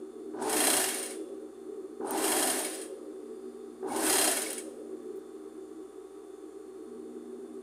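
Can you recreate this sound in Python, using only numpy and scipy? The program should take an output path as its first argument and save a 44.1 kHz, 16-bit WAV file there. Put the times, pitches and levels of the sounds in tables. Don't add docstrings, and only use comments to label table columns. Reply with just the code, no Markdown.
import sys
import numpy as np
from scipy import signal
from scipy.fft import rfft, irfft, next_fast_len
from scipy.io import wavfile
from scipy.ndimage import uniform_filter1d

SR = 44100
rng = np.random.default_rng(int(sys.argv[2]) if len(sys.argv) > 2 else 0)


def waveform_to_disk(signal):
    frames = np.transpose(np.atleast_2d(signal))
    scaled = np.clip(frames, -1, 1) * 32767
    samples = np.round(scaled).astype(np.int16)
    wavfile.write(sys.argv[1], SR, samples)


N = 336042
T = np.arange(N) / SR

# (time [s], rumble [dB], 4th mains multiple [dB], 2nd and 3rd multiples [dB])
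MOTOR = [(0, -36.5, -49, -74), (.08, -47.5, -59, -80), (.2, -42, -52, -74), (1.06, -46, -55, -82),
         (1.17, -39, -59, -80), (1.62, -47, -59.5, -76), (1.7, -39.5, -61, -75), (1.97, -44.5, -57, -74),
         (2.9, -43, -59.5, -80), (3.4, -43, -52, -77), (3.8, -46, -52.5, -74), (4.7, -43.5, -53.5, -73),
         (5.14, -40.5, -53, -75), (5.25, -45, -57, -77), (5.8, -44.5, -61, -74), (6.05, -47, -72, -98),
         (6.8, -45, -61, -92), (6.92, -44, -49.5, -73), (7.62, -43.5, -53, -76)]
# (multiple of the mains, level [dB])
HUM = [(1, -74), (11, -81.5), (12, -74), (13, -68.5), (15, -96)]
# (multiple of the mains, level [dB])
LOW_HUM = [(2, -4), (3, -4.5)]
# (frequency [Hz], width [Hz], level [dB])
TABLE_MODES = [(283, 66, -20.5), (316.7, 29.2, 2), (374, 20, -31), (380.8, 45.8, 5), (431.1, 10, -2.5),
               (450.5, 13.5, -44)]
# (frequency [Hz], width [Hz], level [dB])
UPPER_TABLE_MODES = [(483.8, 69, -0.5), (532, 37, 2)]
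WHINE_HZ = [3451, 3530, 3698, 4199, 4317, 4380, 4678, 4877, 6169, 6400, 6589, 7058, 7149, 7617, 7887, 8371,
            8866, 9017, 9238, 9577]
WHINE_DB = [-85, -86.5, -87, -94, -83, -99, -90, -100, -92, -87, -92, -84, -87, -105, -106, -81, -94, -85,
            -84, -84]
# (frequency [Hz], start [s], end [s], level [dB])
SWELLS = [(3455, 1.12, 1.36, -72), (4877, 2.8, 3.85, -82), (4317, 2.8, 3.08, -83), (7058, 4.7, 7.62, -86)]
# (frequency [Hz], relative level per Hz [dB])
AIR_SHAPE = [(25, 14), (90, -15), (200, -16), (500, 9), (650, -3), (900, 1.5), (1500, -1.5), (2300, -10.5),
             (3900, -14), (5800, -15), (8000, -9.5), (9500, -18), (11000, -14.5), (16000, -27)]
# (frequency [Hz], width [Hz], level [dB])
FAN_BANDS = [(702.5, 27, -74), (1146, 107, -68), (1242, 117, -70), (3536, 94, -81.5), (9430, 1130, -72.5)]

# (pedal down [s], hook bites [s], pedal up [s], whirr strength at full speed [dB], added load [dB])
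SEAMS = [(.337, 0.407, .80, -35, -1), (2.003, 2.05, 2.51, -37.5, -1), (3.828, 3.873, 4.26, -34.5, -0.5)]
SHAKE_DB = (-61, -44.5, -39.5, -40, -65.5, -106)
GROWL_DB = (-47.5, -35.5, -35, -39.5, -68, -90)
RUMBLE_DB = (-36.5, -37.5, -31.5, -37.5, -50, -79)
UPPER_DB = (-57, -48, -45, -48, -50.5, -54)
FOURTH_DB = (-52.5, -47, -50, -61, -72, -78)
SECOND_DB = (-66, -62, -67.5, -67.5, -86, -95)

# (frequency [Hz], width [Hz], level [dB])
CLUTCH_MODES = [(797.4, 69, -1.5), (881, 71, -3), (962, 68, -3), (1067, 68, -8.5), (1160, 270, -7.5),
                (1456, 134, -11.5)]
# (frequency [Hz], width [Hz], level [dB])
SHAKEN_TABLE_MODES = [(111, 127, -18.5), (200.5, 42, -14.5), (260, 44, -4), (606.6, 54, -2.5),
                      (662, 27, -2), (733.4, 60, -1.5)]
# (time [s], strength [dB])
CLACKS = [(0.421, -42), (0.495, -24), (0.528, -21), (0.567, -21), (.603, -18), (.639, -17.5), (0.6695, -15),
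          (.7006, -16), (0.7318, -17), (0.766, -18.5), (0.801, -20.5), (.8385, -19.5), (0.8856, -25),
          (0.941, -30), (.9847, -34), (1.027, -31), (1.0584, -34), (1.106, -38.5), (2.0694, -53),
          (2.1084, -43), (2.145, -48), (2.175, -28.5), (2.2204, -32), (2.2406, -23), (2.2784, -22.5),
          (2.3183, -20), (2.365, -20.5), (2.39, -21), (2.425, -18), (2.4727, -22.5), (2.499, -20),
          (2.589, -25.5), (2.647, -26), (2.7302, -34.5), (2.745, -36), (2.8145, -36.5), (3.8854, -60),
          (3.9198, -45), (3.9611, -29.5), (4.0033, -41), (4.0295, -29.5), (4.064, -22.5), (4.0966, -16.5),
          (4.127, -16), (4.1541, -17), (4.183, -15), (4.212, -16), (4.242, -18), (4.2746, -17.5),
          (4.3132, -22.5), (4.3696, -23.5), (4.417, -25.5), (4.4624, -44), (4.502, -30.5), (4.529, -34),
          (4.579, -32)]
# (frequency [Hz], width [Hz], level [dB])
KNOCK_MODES = [(2820, 200, -4), (3230, 320, 0), (4160, 300, -4), (4955, 260, -5), (5350, 300, -8),
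               (6600, 700, -5)]
# (frequency [Hz], width [Hz], level [dB])
HEAD_MODES = [(1480, 70, -4), (1755, 55, -1), (2820, 50, -2), (3230, 80, 0), (4160, 120, -3),
              (4960, 60, -3), (5350, 60, -3), (6390, 60, -3), (7070, 70, -3)]
# (frequency [Hz], width [Hz], level [dB])
HEAD_TOP_MODES = [(7930, 110, -0.5), (8660, 95, 5), (9000, 36, 8), (9100, 50, -7.5), (9280, 55, 4),
                  (9500, 210, -7.5), (9920, 200, 4), (10580, 470, 1.5)]
# (frequency [Hz], relative level per Hz [dB])
WHIRR_SHAPE = [(530, -39), (900, -2), (1440, -1.5), (1720, 2), (2390, -4.5), (3200, -6), (3650, -5),
               (4980, -6), (5840, -7), (8500, -12), (11000, -27), (18700, -120)]
# (frequency [Hz], relative level per Hz [dB])
WHIRR_TOP_SHAPE = [(3820, -43), (6500, -11), (6790, -5.5), (7440, -6), (8370, 1.5), (9620, 0.5),
                   (13600, -6.5), (14900, -21), (15600, -9)]
# (time [s], strength [dB])
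PINGS = [(.5287, -39), (.8864, -37), (.942, -41), (1.0274, -43), (1.105, -41), (2.146, -45), (2.3171, -40),
         (2.426, -41), (2.646, -37), (3.9, -45), (3.9615, -40.5), (4.3705, -34), (4.4624, -40),
         (4.502, -45.5), (4.577, -43)]
# (time [s], strength [dB])
TICKS = [(2.108, -20), (2.144, -38), (2.2194, -35), (3.92, -40), (4.5301, -24), (5.0315, -54),
         (5.1602, -50), (5.1726, -46), (5.1814, -57), (5.1924, -56)]

MAINS_HZ, SHAFT_HZ, ARM_HZ = 60, 56.68, 2218
AIR_DB = -63
IDLE_UPPER_DB = -25.5
RUN_UP_S, COAST_S, STOP_S, SLOWEST_SHARE = 0.25, 0.35, 0.039, 0.3
BITE_S, SETTLE_S, FADE_S = 0.074, 0.29, 0.25
WHIRR_POWER, TOP_POWER = 1.79, 1.17
TOP_DB = 0.5
CREEP_DB = -2
CLACK_BODY_DB = -13
CLACK_TOP_DB, SLOW_TOP_DB = -18.5, 32
THUD_DB, THUD_SCATTER_DB, PEDAL_THUD_DB = -21, 3, -46
BODY_HZ = 1270
ROOM_T60_S, ROOM_DB = 0.61, -12
TOP_HZ = 15480


def undb(db):
    return 10 ** (np.asarray(db) / 20)


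def unit(x):
    return x / np.sqrt(np.mean(x ** 2))


def noise(grain_db=0):
    grain = np.minimum(rng.exponential(size=N), 5)
    return unit(rng.standard_normal(N) * undb(grain_db * grain))


def walk(rate_hz):
    hold = int(SR / rate_hz)
    steps = np.repeat(rng.standard_normal(N // hold + 1), hold)
    return unit(uniform_filter1d(uniform_filter1d(steps, hold), hold)[:N])


def high_pass(x, hz, order=2):
    return signal.sosfilt(signal.butter(order, hz, "high", fs=SR, output="sos"), x)


def ring(x, modes, order=1):
    out = 0
    for hz, width_hz, db in modes:
        r = np.exp(-np.pi * width_hz / SR)
        section = [1 - r, 0, r - 1, 1, -2 * r * np.cos(2 * np.pi * hz / SR), r * r]
        gain = undb(db) * np.sqrt(order / (1 - r))
        out = out + gain * signal.sosfilt([section] * order, x)
    return out


def colour(x, points):
    hz, db = np.transpose(points)
    size = next_fast_len(N)
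    bin_hz = np.arange(size // 2 + 1) * SR / size
    gain = undb(np.interp(np.log(bin_hz + 1), np.log(hz), db, left=-90, right=-90))
    return irfft(rfft(x, size) * unit(gain), size)[:N]


def blows(at_s, db, t60_s, rise_s):
    kicks = np.zeros(N)
    kicks[(np.asarray(at_s) * SR).astype(int)] = undb(db)
    tail = signal.lfilter([1], [1, -np.exp(-np.log(1000) / (t60_s * SR))], kicks)
    slew = np.exp(-1 / (max(rise_s, 1 / SR) * SR))
    return signal.lfilter([1 - slew], [1, -slew], tail)


def tones(freqs_hz, levels_db, waver_db):
    out = 0
    for hz, db in zip(freqs_hz, levels_db):
        level = np.sqrt(2) * undb(db + waver_db * walk(3.984))
        turns = hz * T + rng.random() + hz / 40000 * walk(15)
        out = out + level * np.sin(2 * np.pi * turns)
    return out


def speed():
    at_s = [(down, down + RUN_UP_S, up, up + COAST_S, up + COAST_S + STOP_S) for down, _, up, *_ in SEAMS]
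    return np.interp(T, np.ravel(at_s), np.tile([0, 1, 1, SLOWEST_SHARE, 0], len(SEAMS)))


def load(stage_db):
    at_s, db = [], []
    for down, _, up, _, load_db in SEAMS:
        settled = up + COAST_S + SETTLE_S
        at_s += [down - 0.008, down, down + BITE_S, down + RUN_UP_S, up, up + COAST_S, settled, settled + FADE_S]
        db += list(np.r_[-80, stage_db, -80] + load_db)
    return undb(np.interp(T, at_s, db))


def steady(x):
    return x / np.sqrt(uniform_filter1d(x ** 2, size=9000))


def mains(rows, waver_db):
    multiple, db = np.transpose(rows)
    return tones(MAINS_HZ * multiple, db, waver_db)


def table_rumble(idle):
    low = steady(ring(noise(), TABLE_MODES, order=2))
    upper = steady(ring(noise(), UPPER_TABLE_MODES, order=2))
    low_level = np.hypot(idle, load(RUMBLE_DB))
    upper_level = np.hypot(idle * undb(IDLE_UPPER_DB), load(UPPER_DB))
    return low_level * low + upper_level * upper


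def windings(hum, low_hum):
    fourth = mains([(4, -2.5)], waver_db=0.5) + ring(noise(), [(242.8, 33, -7.0)], order=2)
    second = mains(LOW_HUM, waver_db=2) + ring(noise(), [(130, 120, -20)], order=2)
    fourth_level = np.hypot(hum, load(FOURTH_DB))
    second_level = np.hypot(low_hum, load(SECOND_DB))
    return fourth_level * fourth + second_level * second + mains(HUM, waver_db=0.4)


def whine():
    out = tones(WHINE_HZ, WHINE_DB, waver_db=1.5)
    for hz, start_s, end_s, db in SWELLS:
        gate = uniform_filter1d(1.0 * ((T > start_s) & (T < end_s)), size=3000)
        out = out + gate * tones([hz], [db], waver_db=2.5)
    return out


def fan_air():
    broad = undb(AIR_DB) * colour(noise(), AIR_SHAPE)
    return undb(0.6 * walk(1.22)) * (broad + ring(noise(), FAN_BANDS, order=2))


def motor():
    at_s, *columns = np.transpose(MOTOR)
    idle, hum, low_hum = (undb(np.interp(T, at_s, db)) for db in columns)
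    return table_rumble(idle) + windings(hum, low_hum) + whine() + fan_air()


def thuds():
    at_s, clack_db = np.transpose(CLACKS)
    down = np.transpose(SEAMS)[0]
    thud_db = clack_db + THUD_DB + THUD_SCATTER_DB * rng.standard_normal(len(at_s))
    pedal_db = np.full(len(down), PEDAL_THUD_DB)
    return blows(np.r_[at_s, down], np.r_[thud_db, pedal_db], t60_s=0.023, rise_s=0.00054)


def growl():
    down, _, up, *_ = np.transpose(SEAMS)
    since_s = T - down[np.searchsorted(up[:-1] + COAST_S, T)]
    hz = 800 + 550 * np.clip(since_s, 0, 0.25)
    rough = np.sqrt(2) * (0.23 + 1.05 * walk(110))
    fade = np.clip((0.23 - since_s) / 0.075, 0, 1)
    return rough * np.sin(2 * np.pi * np.cumsum(hz) / SR) * fade


def clutch(thud):
    grip = load(GROWL_DB) * (1 + 0.93 * np.cos(2 * np.pi * SHAFT_HZ * T))
    rub = ring(noise() * (grip * undb(-6.0) + thud), CLUTCH_MODES, order=2)
    return rub + grip * undb(-8) * growl()


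def shaken_table(thud):
    return ring(noise() * (load(SHAKE_DB) + thud), SHAKEN_TABLE_MODES, order=2)


def rattle(x, modes, patchy_db=2.5):
    return sum(ring(x * undb(patchy_db * walk(35)), [mode]) for mode in modes)


def head():
    _, bite, up, full_db, _ = np.transpose(SEAMS)
    at_s, clack_db = np.transpose(CLACKS)
    full, pace = undb(np.interp(T, up, full_db)), speed()
    bitten = uniform_filter1d(1.0 * sum((T > s) & (T < s + 1) for s in bite), size=900)

    whirr = noise(grain_db=1.0) * full * pace ** WHIRR_POWER * undb(CREEP_DB * (1.5 - bitten))
    clack = noise(grain_db=3.0) * blows(at_s, clack_db + CLACK_BODY_DB, t60_s=0.081, rise_s=0.0005)
    body = colour(whirr + 1.16 * high_pass(clack, 2200, order=1), WHIRR_SHAPE)

    slow_db = SLOW_TOP_DB * (1 - np.interp(at_s, T, pace))
    clack_top = blows(at_s, clack_db + CLACK_TOP_DB + slow_db, t60_s=0.072, rise_s=0.00035)
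    whirr_top = bitten * full * pace ** TOP_POWER * undb(TOP_DB)
    top = noise(grain_db=3.0) * (whirr_top + clack_top)
    shrill = colour(top, WHIRR_TOP_SHAPE)
    dull = signal.sosfilt(signal.butter(4, 11000, fs=SR, output="sos"), shrill)

    hard = pace ** 1.3
    body = hard * body + (1 - hard) * high_pass(body, BODY_HZ)
    treble = hard * shrill + (1 - hard) * dull
    modes = undb(-21.5) * rattle(whirr, HEAD_MODES) + undb(-18) * rattle(top, HEAD_TOP_MODES)
    knock = undb(-6.5) * ring(clack, KNOCK_MODES, order=2)
    return body + treble + modes + knock


def arm():
    at_s, ping_db = np.transpose(PINGS)
    envelope = blows(at_s, ping_db, t60_s=0.096, rise_s=0.0015)
    return envelope * (0.89 + 0.48 * walk(300)) * np.sin(2 * np.pi * ARM_HZ * T)


def cloth():
    at_s, db = np.transpose(TICKS)
    return high_pass(noise() * blows(at_s, db, t60_s=0.0083, rise_s=0.00039), 9500)


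def room(x):
    t = T[:SR]
    tail = rng.standard_normal(SR) * np.exp(-np.log(1000) * t / ROOM_T60_S) * (t > 0.006)
    tail = signal.lfilter([1], [1, -0.25], tail)
    tail = tail / np.sqrt(np.sum(tail ** 2))
    return undb(ROOM_DB) * signal.fftconvolve(x, tail)[:N]


def scene():
    idling = motor()
    thud = thuds()
    machine = clutch(thud) + shaken_table(thud) + head()
    return (idling + machine + room(machine) + arm() + cloth())[None]


def record(dry):
    thin = high_pass(dry, 70)
    return signal.sosfilt(signal.ellip(10, 0.2, 80, TOP_HZ, fs=SR, output="sos"), thin)


dry = scene()
out = record(dry)
waveform_to_disk(out)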